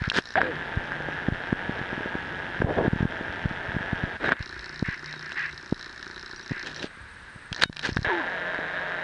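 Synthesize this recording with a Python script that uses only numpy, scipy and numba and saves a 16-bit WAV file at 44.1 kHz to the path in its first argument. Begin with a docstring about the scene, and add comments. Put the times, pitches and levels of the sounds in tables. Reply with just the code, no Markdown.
"""First a faint outdoor hiss, skin rubbing a small hand-held camera and its focus drive ticking once a field.
Fingers bump and tap the case, and a zoom motor runs twice: steps slap its gears, which grind and whine.
Later, dogs on a lawn pant a few metres off: shaped noise that swells and dies with each breath.
Bumps are short pushes on the diaphragm, taps are ringing modes, rubs are stuttering noise.
A limiter ducks all of it after each loud peak."""
import sys
import numpy as np
from scipy import signal
from scipy.fft import rfft, irfft
from scipy.io import wavfile
from scipy.ndimage import uniform_filter1d
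from numba import njit

SR = 44100
rng = np.random.default_rng(int(sys.argv[2]) if len(sys.argv) > 2 else 0)


def generate_wav(sig):
    """Save sig (samples, or channels by samples) to the path in sys.argv[1] as 16-bit PCM at SR."""
    pcm = np.round(np.clip(np.atleast_2d(sig).T, -1, 1) * 32767).astype(np.int16)
    wavfile.write(sys.argv[1], SR, pcm)


def attenuation_scalar(level_db):
    """Turn a level in dB into a linear amplitude multiplier (20 dB per decade)."""
    decades = np.asarray(level_db, float) / 20
    return 10 ** decades


N = 398223
T = np.arange(N) / SR
FIELD_HZ = 59.94  # picture fields per second; they pace the focus drive


def unit(x):
    """Scale to rms 1."""
    return x / np.sqrt(np.mean(x ** 2))


def noise():
    """White noise of rms 1."""
    return rng.standard_normal(N)


def colour(x, points):
    """Causal (minimum-phase) filter whose gain follows (frequency [Hz], gain [dB]) points."""
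    hz, db = np.transpose(points)
    grid_hz = np.arange(2049) * SR / 4096
    gain_db = np.interp(np.log(grid_hz + 1), np.log(hz), db)
    cepstrum = irfft(gain_db * np.log(10) / 20)
    # folding the cepstrum forward in time makes the filter causal
    cepstrum[1:2048] *= 2
    cepstrum[2049:] = 0
    return signal.fftconvolve(x, irfft(np.exp(rfft(cepstrum))))[:len(x)]


def ring(x, modes):
    """Decaying sine modes struck by x, each falling 60 dB in its own time."""
    t = T[:4096]
    response = sum(attenuation_scalar(db) * np.sin(2 * np.pi * hz * t) * .001 ** (t / t60) for hz, db, t60 in modes)
    return signal.fftconvolve(x, response)[:N]


def blows(times, sizes):
    """Single-sample blows."""
    return np.bincount(np.clip((times * SR).astype(int), 0, N - 1), sizes, N)


def walk(rate):
    """Smooth chance that turns about rate times a second, spread 1."""
    k = int(SR / rate)
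    once = uniform_filter1d(noise(), k, mode="wrap")
    return unit(uniform_filter1d(once, k, mode="wrap"))


def tone(hz):
    """Sine of rms 1 on a moving pitch."""
    return np.sqrt(2) * np.sin(2 * np.pi * np.cumsum(hz) / SR)


def burst(x, seconds):
    """Every blow starts a tail that dies away exponentially."""
    return signal.lfilter([1], [1, -np.exp(-1 / (seconds * SR))], x)


def cut(x, hz, kind):
    """Steep filter: "low" keeps what lies below hz, "high" what lies above."""
    return signal.sosfilt(signal.butter(4, hz, kind, fs=SR, output="sos"), x)


def span(start, stop):
    """A gate that is open from start to stop, with edges smoothed over 90 samples."""
    return uniform_filter1d(1. * ((T >= start) & (T <= stop)), size=90)


# tone colour of the steady hiss: (frequency [Hz], gain [dB])
AIR_COLOUR = [(20, 1), (70, 3.5), (360, -5), (760, -8.5), (1040, -4), (1340, -0.5), (1550, 4), (1960, -0.5),
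              (3200, -13.5), (4000, -12), (4600, -16), (7400, -30.5), (11000, -54.5)]


def air():
    """Steady hiss of air and electronics: shaped noise."""
    return attenuation_scalar(-47.5) * unit(colour(noise(), AIR_COLOUR))


# low handling rumble before its wandering is added: (time [s], level [dB])
RUMBLE_LEVEL = [(0, -61), (4.3, -56.5), (5, -66), (7.9, -64), (8.4, -74)]


def handling_rumble():
    """Low handling rumble: deep noise whose level wanders, louder while the hand moves."""
    level_db = np.interp(T, *np.transpose(RUMBLE_LEVEL)) + 6.7 * walk(13.4)
    deep = colour(noise(), [(20, -16.5), (60, 2), (130, -6.5), (300, -35), (1500, -120)])
    return attenuation_scalar(level_db) * unit(deep)


# skin slides on the case: (start [s], hardest press [s], stop [s])
RUB_TIMES = [(0, .04, .09), (.13, .185, .197), (.355, .375, .41), (.42, .43, .49), (2.625, 2.695, 2.725),
             (2.74, 2.79, 2.86), (4.2, 4.262, 4.3), (4.305, 4.322, 4.336), (6.63, 6.67, 6.72),
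             (6.75, 6.83, 6.86), (7.57, 7.595, 7.612), (7.614, 7.632, 7.642), (7.826, 7.85, 7.892)]
# how each slide sounds at its hardest: (level [dB], treble against body [dB], low crackle against body [dB])
RUB_LEVELS = [(-33.5, -21, -25), (-25, -3, -2.5), (-20, -29, -2), (-20.5, -23, -2), (-41, -27, 21),
              (-39.5, -31, 20), (-25, -19.5, -1.5), (-18, -34, -3), (-44, 2, 2.5), (-42.5, 2.5, 3),
              (-39, -15, -0.5), (-18.5, 0.5, -11), (-29, -3, -7)]
# tone colour of a slide's body, treble and low crackle: (frequency [Hz], gain [dB])
RUB_BODY_COLOUR = [(400, -15), (750, 1), (1150, 2), (1650, 13), (2000, 6), (2600, -3.5), (3800, -8),
                   (5000, -23), (8000, -71)]
TREBLE_COLOUR = [(1800, -48), (2400, 1), (4200, -1), (6000, -11.5), (9200, -28), (11000, -32)]
RUB_LOW_COLOUR = [(40, -5.5), (150, 6), (500, 7), (800, -1), (1300, -15), (4000, -100)]


def rubs():
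    """Skin stutters along the case: gritty noise that grows with the press of the finger."""
    touch_db, lift_db, trail_db = -14, -6, -11.5  # softer at both ends, then a faint trail
    trail_s = .025
    grit = attenuation_scalar(3.0 * walk(400) + 1.5 * walk(60))
    body = unit(colour(noise() * grit, RUB_BODY_COLOUR))
    treble = unit(colour(noise() * grit, TREBLE_COLOUR))
    crackle = attenuation_scalar(1.5 * walk(130) + 1.9 * walk(50))
    low = unit(colour(noise() * crackle, RUB_LOW_COLOUR))
    out = np.zeros(N)
    for (start, peak, stop), (db, treble_db, low_db) in zip(RUB_TIMES, RUB_LEVELS):
        press_s = [start, peak, stop, stop + trail_s / 5, stop + trail_s]
        press_db = np.interp(T, press_s, [touch_db, 0, lift_db, trail_db, 2 * trail_db])
        skin = body + attenuation_scalar(treble_db) * treble + attenuation_scalar(low_db) * low
        out += span(start, stop + trail_s) * attenuation_scalar(db + press_db) * skin
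    return out


# the focus drive hunts back and forth: (start [s], stop [s], blow level [dB], extra as it sets off [dB])
HUNTS = [(0, .34, -26.5, -14), (4.383, 6.837, -33.5, 1), (7.52, 8.05, -33, 9.5)]
# ringing of a bright tick and of a dull knock: (frequency [Hz], level [dB], time to fall 60 dB [s])
TICK_RING = [(3992, -9, 0.034), (4364, -4.5, 0.016), (5120, 2.5, 0.0049), (5450, -6.5, 0.0065),
             (6300, -15, 0.0045), (1800, -2, 0.02)]
KNOCK_RING = [(371, 1.5, 0.046), (1023, -16, 0.026), (1465, 10.5, 0.012)]
TRAVEL_START_S, TRAVEL_STOP_S = 6.81, 7.53  # the drive's long fast travel; the idle ticks pause


def focus_ticks():
    """A bright tick each field, every second one harder; in the long hunt those bring a dull knock."""
    first_tick_s, knock_lag_s, set_off_s = .0052, .005, 0.14
    idle_db, knock_db = -46.5, -44.5
    times = first_tick_s + np.arange(int(N / SR * FIELD_HZ)) / FIELD_HZ
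    tick_chance, knock_chance, time_chance = rng.standard_normal((len(times), 3)).T
    hard = np.arange(len(times)) % 2
    force = attenuation_scalar(idle_db) * ((times < TRAVEL_START_S) | (times > TRAVEL_STOP_S))
    for start, stop, db, extra_db in HUNTS:
        setting_off = np.exp(-np.abs(times - start) / set_off_s)
        force = force + ((times >= start) & (times <= stop)) * attenuation_scalar(db + extra_db * setting_off)
    sizes = force * attenuation_scalar(-3.5 * (3.0 - hard) + 2.5 * tick_chance)
    ticks = blows(times + .00008 * time_chance, sizes)
    # a short rattle, then the drive rustles on until the next field
    rattle = (.3 * burst(ticks, .0004) + .03 * burst(ticks, .012)) * noise()
    bright = ring(cut(ticks + rattle, 5780, "low"), TICK_RING)
    knock_times = times + knock_lag_s * (1 + 0.059 * time_chance)
    knocks = span(4.42, 6.8) * attenuation_scalar(knock_db) * blows(knock_times, hard * attenuation_scalar(4.2 * knock_chance))
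    return bright + ring(cut(knocks, 2400, "low"), KNOCK_RING)


# fingers bump the case: (time [s], level [dB], width of the main push [ms], direction [+1 or -1])
BUMP_EVENTS = [(0.0192, -16.5, 4.1, -1.0), (0.079, -15.5, 3.7, -1.0), (0.187, -7.5, 1.43, 1.0),
               (0.4327, -3, 1.3, 1.0), (0.7735, -13, 4.9, -1.0), (1.0046, -20, 1.1, 1.0),
               (1.087, -15.5, 1.04, 1.0), (1.286, -8, 2.4, 1.0), (1.3233, -12.5, 4.4, 1.0),
               (1.5283, -6.5, 2.2, 1.0), (1.695, -14, 2.24, 1.0), (1.792, -23, 2, -1.0),
               (1.8143, -21, 2.7, -1.0), (1.9307, -17.5, 1.8, -1.0), (1.9798, -20, 1.8, 1.0),
               (2.0077, -21, 1.6, 1.0), (2.0599, -16.5, 1.4, 1.0), (2.154, -15.5, 1.8, 1.0),
               (2.604, -15.5, 3.7, -1.0), (2.621, -7, 1.35, -1.0), (2.646, -4, 4.2, -1.0),
               (2.8804, -7, 2.55, -1.0), (2.9338, -8.5, 3.3, -1.0), (2.9612, -15, 2.7, 1.0),
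               (3.007, -11.5, 3.1, -1.0), (3.0294, -8.5, 3.05, -1.0), (3.054, -6.5, 2.8, -1.0),
               (3.2113, -19, 1.8, -1.0), (3.2977, -26, 5, -1.0), (3.4577, -10.5, 3.6, -1.0),
               (3.512, -20.5, 2.3, -1.0), (3.6913, -24, 4.2, -1.0), (3.748, -22, 3.6, -1.0),
               (3.7665, -13.5, 2.95, -1.0), (3.8097, -25, 3, -1.0), (3.9315, -12, 2.9, -1.0),
               (4.0384, -13, 3.5, -1.0), (4.4065, -20, 5.3, 1.0), (4.8267, -10, 2.6, 1.0),
               (4.8873, -17, 3.5, 1.0), (5.7257, -7.5, 2.1, 1.0), (6.511, -19.5, 2.9, 1.0),
               (6.5184, -15.5, 2.6, 1.0), (6.8438, -18, 1.6, -1.0), (6.974, -39, 3, 1.0),
               (7.361, -32, 4, 1.0), (7.658, -7.5, 3, -1.0), (7.5196, -22.5, 3.8, -1.0),
               (7.698, -7, 2.6, -1.0), (7.8918, -15.5, 1.77, -1.0), (7.923, -22.5, 5.1, 1.0),
               (7.9678, -12.5, 2.8, 1.0), (7.9908, -14, 4.5, 1.0), (8.021, -25, 4.0, 1.0),
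               (8.0716, -24, 5.2, 1.0), (8.59, -20.5, 1.45, -1.0)]


def bumps():
    """Each bump pushes the diaphragm and lets it swing back."""
    out = np.zeros(N)
    for s, db, ms, way in BUMP_EVENTS:
        at = np.flatnonzero(np.abs(T - s) < ms / 200)
        u = (T[at] - s) * 2000 / ms  # time in half widths
        swing = (1 - u ** 2) * np.exp(-u ** 2 / 2)
        # the contact itself: steep rise, slower fall
        tip = np.clip(1 - np.abs(u) / np.where(u < 0, .4, .9), 0, 1)
        out[at] += np.sign(way) * attenuation_scalar(db) * (0.56 * swing + 0.54 * tip)
    return out


# taps and creaks of the case: (time [s], blow level [dB], treble against the blow [dB])
TAP_EVENTS = [(0.0997, -35.5, 16), (0.1165, -17.5, -35), (0.186, -16.5, -4), (0.3557, -15, -100),
              (0.4156, -4.5, -25), (0.9194, -24, -21), (1.529, -24.5, -28), (1.5905, -31, -29),
              (2.6173, -20, -46), (4.2435, -20.5, -23), (4.291, -15.5, -20), (4.3203, -10, -27),
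              (4.367, -30, -13), (4.393, -32, -12), (5.139, -30.5, -14), (5.3197, -31, -2), (6.828, -33, 3),
              (7.5281, -32, 8), (7.5913, -36, -21), (7.621, -19, -15), (7.636, -3, -1), (7.728, -29, -1),
              (7.768, -31.5, 6.5), (7.793, -33.5, 8), (7.8495, -29.5, -52), (7.9702, -17, -12),
              (8.0463, -25, -18), (8.545, -23.5, -17)]
# ringing of the case and of a tap's bright part: (frequency [Hz], level [dB], time to fall 60 dB [s])
TAP_RING = [(1593, 6.5, 0.0094), (1750, -24, 0.0044), (1188, -9, 0.011), (695, -22, 0.06)]
SNAP_RING = [(2750, -3.5, 0.016)]


def taps():
    """Short blows ring the case; a bright mode and a snap of noise add the treble."""
    s, db, treble_db = np.transpose(TAP_EVENTS)
    case_ring = ring(cut(blows(s, attenuation_scalar(db)), 2730, "low"), TAP_RING)
    bright_blows = blows(s, attenuation_scalar(db + treble_db))
    snap = burst(bright_blows, 0.00088) * noise()
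    filter_gain = np.std(colour(noise(), TREBLE_COLOUR))
    return case_ring + ring(bright_blows, SNAP_RING) + 1.96 * colour(snap, TREBLE_COLOUR) / filter_gain


# the focus drive sings while it travels: (start [s], length [fields], pitch [Hz], level [dB])
FOCUS_BEEPS = [(.272, 1.1, 5700, -58), (.307, 1.2, 5800, -59), (5.08, 1.2, 3820, -52),
               (5.155, 2.3, 3800, -56), (5.778, 1.2, 4400, -56), (6.362, 1.1, 5750, -52),
               (6.378, 1.1, 4750, -56), (6.412, 1, 3760, -58), (6.428, 1.1, 5760, -53),
               (6.762, 1.3, 5840, -55), (6.795, 0.99, 3900, -46), (7.563, 1.1, 4800, -56)]
# one longer buzz with overtones: (start [s], stop [s], base pitch [Hz])
FOCUS_BUZZ = (7.642, 7.693, 748)
# the long fast travel: (base pitch [Hz], pitch spread [Hz], middle level [dB])
FAST_TRAVEL = (8050, 1250, -69.5)


def focus_tones():
    """Thin tones of the travelling drive: steady beeps, a fast high travel and a fading buzz."""
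    flutter = attenuation_scalar(1.6 * walk(300))
    out = np.zeros(N)
    for s, fields, hz, db in FOCUS_BEEPS:
        out += span(s, s + fields / FIELD_HZ) * attenuation_scalar(db) * flutter * tone(np.full(N, 1. * hz))
    low_hz, spread_hz, travel_db = FAST_TRAVEL
    done = np.clip((T - TRAVEL_START_S) / (TRAVEL_STOP_S - TRAVEL_START_S), 0, 1)
    arch = np.abs(np.sin(np.pi * done)) ** .3  # fastest half way
    # the speed sags once every two fields and wanders besides
    swing = .6 + .35 * np.sin(np.pi * FIELD_HZ * T + 2.6) + .1 * walk(90)
    size = attenuation_scalar(travel_db + 3.0 * walk(60)) * walk(500)
    out += span(TRAVEL_START_S, TRAVEL_STOP_S) * size * tone(low_hz + spread_hz * arch * swing)
    start, stop, base_hz = FOCUS_BUZZ
    fade_db = 260 * np.abs(T - start)  # 260 dB per second
    for multiple, db in zip([2., 3., 4., 5.], [-30, -37, -33, -28]):
        out += span(start, stop) * attenuation_scalar(db - fade_db) * flutter * tone(np.full(N, multiple * base_hz))
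    return out


# zoom motor runs: (start [s], stop [s], level [dB], extra while it starts [dB])
ZOOM_RUNS = [(.356, 4.17, -35.5, 7.5), (8.047, 9.03, -34, 9.5)]
# tone colour, one list for each run: (frequency [Hz], gain [dB])
ZOOM_COLOURS = [
    [(50, -11.5), (100, -5.5), (900, -7), (1090, -15), (1650, -3.5), (2300, -17), (3500, -20),
     (4200, -36.5), (5750, -40), (7000, -53.5), (8000, -82)],
    [(50, -21), (170, -16), (300, -7.5), (630, -0.5), (1200, -10), (1700, -0.5), (2440, -16), (3800, -21),
     (4500, -35.5), (7000, -47), (9000, -94)],
]


def zoom():
    """Each motor step slaps the gear train, strong and weak in turn, with a puff of grinding behind it."""
    step_hz, start_sag_hz, settle_s = 179, 24.08, .09
    weak_dbs, grind_dbs = [-3.5, -2], [0, -2.5]  # for each run: every second step; gear noise
    out = 0
    for (start, stop, db, start_db), points, weak_db, grind_db in zip(
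            ZOOM_RUNS, ZOOM_COLOURS, weak_dbs, grind_dbs):
        fresh = np.exp(-np.clip(T - start, 0, None) / settle_s)
        hz = (step_hz - start_sag_hz * fresh) * (1 + .02 * walk(4) + .018 * walk(25))
        at = np.flatnonzero(np.diff(np.floor(np.cumsum(hz) / SR)))
        time_chance, size_chance = rng.standard_normal((len(at), 2)).T
        sizes = attenuation_scalar(weak_db * (np.arange(len(at)) % 2) + 1.5 * size_chance)
        steps = blows(at / SR + .00006 * time_chance, sizes)
        slap = cut(unit(steps), 1154, "high")  # too light a blow to move the whole case
        grind = unit((burst(steps, .0025) + .45) * noise())
        motor = unit(colour(slap + attenuation_scalar(grind_db) * grind, points))
        out = out + span(start, stop) * attenuation_scalar(db + start_db * fresh) * motor
    return out


# gear whine on multiples of the shaft:
# (onset [s], multiple, starting level [dB], fade [dB per s], level of an added steady part [dB])
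GEAR_WHINE = [(0.359, 3, -12.5, 102, -75), (.425, 2, -28.5, 43, -71), (3.1, 7.3, -50, 0, -52),
              (8.087, 2, -32, 1, -54.5), (8.095, 5, -31, 82, -68), (8.2, 7, -37, 5, -46)]
# the gear train lurches, holds, then settles under load, before waver and flutter:
# (time after the motor starts [s], shaft speed [Hz], whine gain [dB])
SHAFT_COURSE = [(0, 204.1, -13), (.016, 214.8, -3), (0.031, 268, 5), (.055, 200.3, -8.5), (.08, 175, -2.5),
                (.142, 164, -2.5), (.19, 121, -19), (.33, 90, -41)]


def whine():
    """Gears sing at multiples of the shaft speed, so their tones bend as the motor starts."""
    flutter = attenuation_scalar(2.0 * walk(30) + 1.06 * walk(180))
    waver = 1 + .012 * walk(29.2)
    s, shaft_points, gain_points = np.transpose(SHAFT_COURSE)
    out = np.zeros(N)
    for start, stop, _, _ in ZOOM_RUNS:
        shaft_hz = np.interp(T - start, s, shaft_points)
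        whine_db = np.interp(T - start, s, gain_points)
        for onset, multiple, db, fade_db, held_db in GEAR_WHINE:
            if start <= onset < stop:
                size = attenuation_scalar(db + whine_db - fade_db * np.abs(T - onset)) + attenuation_scalar(held_db)
                out += span(onset, stop) * size * flutter * tone(multiple * shaft_hz * waver)
    return out


# a low hum that comes and goes, before its slow flutter: (start [s], end [s], level [dB])
HUM_TIMES = [(.4, 0.68, -44.5), (0.88, 1.195, -45), (2.245, 2.543, -49), (3.199, 4.1, -59),
             (4.696, 4.853, -51.5), (4.997, 5.297, -51.5), (5.378, 5.64, -55.5), (6.657, 6.843, -52),
             (7.6, 8.0, -50), (8.224, 9.02, -55)]


def hum():
    """A low wavering tone near 150.7 Hz that swells in and out."""
    swell = sum(attenuation_scalar(db) * ((T > start) & (T < end)) for start, end, db in HUM_TIMES)
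    smooth = uniform_filter1d(swell, size=3000)
    return smooth * attenuation_scalar(1.6 * walk(15)) * tone(150.7 * (1 + 0.0164 * walk(6.3)))


def thin_line():
    """One very faint high tone near 7880 Hz, heard while the zoom motor rests."""
    return span(4.2, 8.05) * attenuation_scalar(-80 + 2 * walk(60)) * tone(7880 * (1 + 0.001 * walk(27)))


# breaths of the dogs, before their rasp: (start [s], length [s], level [dB])
BREATHS = [(4.34, 0.088, -39.5), (4.505, 0.29, -46.5), (4.84, 0.1, -35), (5.044, 0.098, -42),
           (5.212, 0.11, -42), (5.355, 0.11, -31), (6.491, 0.13, -39), (6.75, 0.09, -66)]
# tone colour of the open mouths: (frequency [Hz], gain [dB])
BREATH_COLOUR = [(600, -19), (1080, 0), (1350, 0.5), (1600, 12), (2000, 12), (2300, 3.5), (2600, 2.5),
                 (3300, -10.5), (5000, -19), (8000, -84)]


def dogs():
    """Breath rushes through open mouths, a little raspy; each one swells and dies away."""
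    tail_s = 0.033
    flow = np.zeros(N)
    for s, length, db in BREATHS:
        arch = np.abs(np.sin(np.pi * np.clip((T - s) / length, 0, 1))) ** 0.28
        flow += attenuation_scalar(db) * arch * span(s, s + length)
    flow = np.maximum(flow, burst(flow, tail_s) / (tail_s * SR))
    return flow * attenuation_scalar(1.5 * walk(90)) * unit(colour(noise(), BREATH_COLOUR))


def scene():
    """All sources at the one microphone."""
    around = air() + hum() + thin_line() + dogs()
    hands = handling_rumble() + rubs() + bumps() + taps()
    drives = focus_ticks() + focus_tones() + zoom() + whine()
    return (around + hands + drives)[None]


@njit
def limiter(x, top, lag, release):
    """Notes each peak above top, turns down a moment late and comes back slowly."""
    y, peak, gain = np.empty(len(x)), 0., 1.
    for i in range(len(x)):
        peak = max(abs(x[i]), peak * (1 - release))
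        gain += (min(1., top / (peak + 1e-9)) - gain) * lag
        y[i] = x[i] * gain
    return y


# resonances of case and microphone port: (frequency [Hz], width [Hz], boost [dB])
CASE_RESONANCES = [(1675, 264, 4), (933, 110, 3), (2760, 27, 3), (3185, 34, 4.5), (3810, 120, 4.5)]


def case_and_port(x):
    """Case and microphone port lift the sound around their resonances."""
    hz = np.geomspace(20, 20000, num=600)
    lift_db = sum(db / (1 + (2 * (hz - f) / width) ** 2) for f, width, db in CASE_RESONANCES)
    return colour(cut(x, 19, "high"), np.transpose([hz, lift_db]))


def band_limit(x):
    """A steep low-pass at the top of the band."""
    return signal.sosfilt(signal.butter(12, 11270, fs=SR, output="sos"), x)


def record(dry):
    """The case lifts its resonances, the limiter ducks and rounds peaks, hiss joins, the top is cut."""
    lag_s, release_s = 0.0077, 0.056
    x = case_and_port(dry[0])
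    x = limiter(x, attenuation_scalar(-14.5), 1 / (lag_s * SR), 1 / (release_s * SR))
    x = np.tanh(x) + attenuation_scalar(-66.5) * noise()  # the amplifier's own hiss
    # 50 dB down from 11556 Hz upward
    x = signal.sosfilt(signal.cheby2(12, 50, 11556, fs=SR, output="sos"), x)
    return band_limit(x[None])


dry = scene()
out = record(dry)
generate_wav(out)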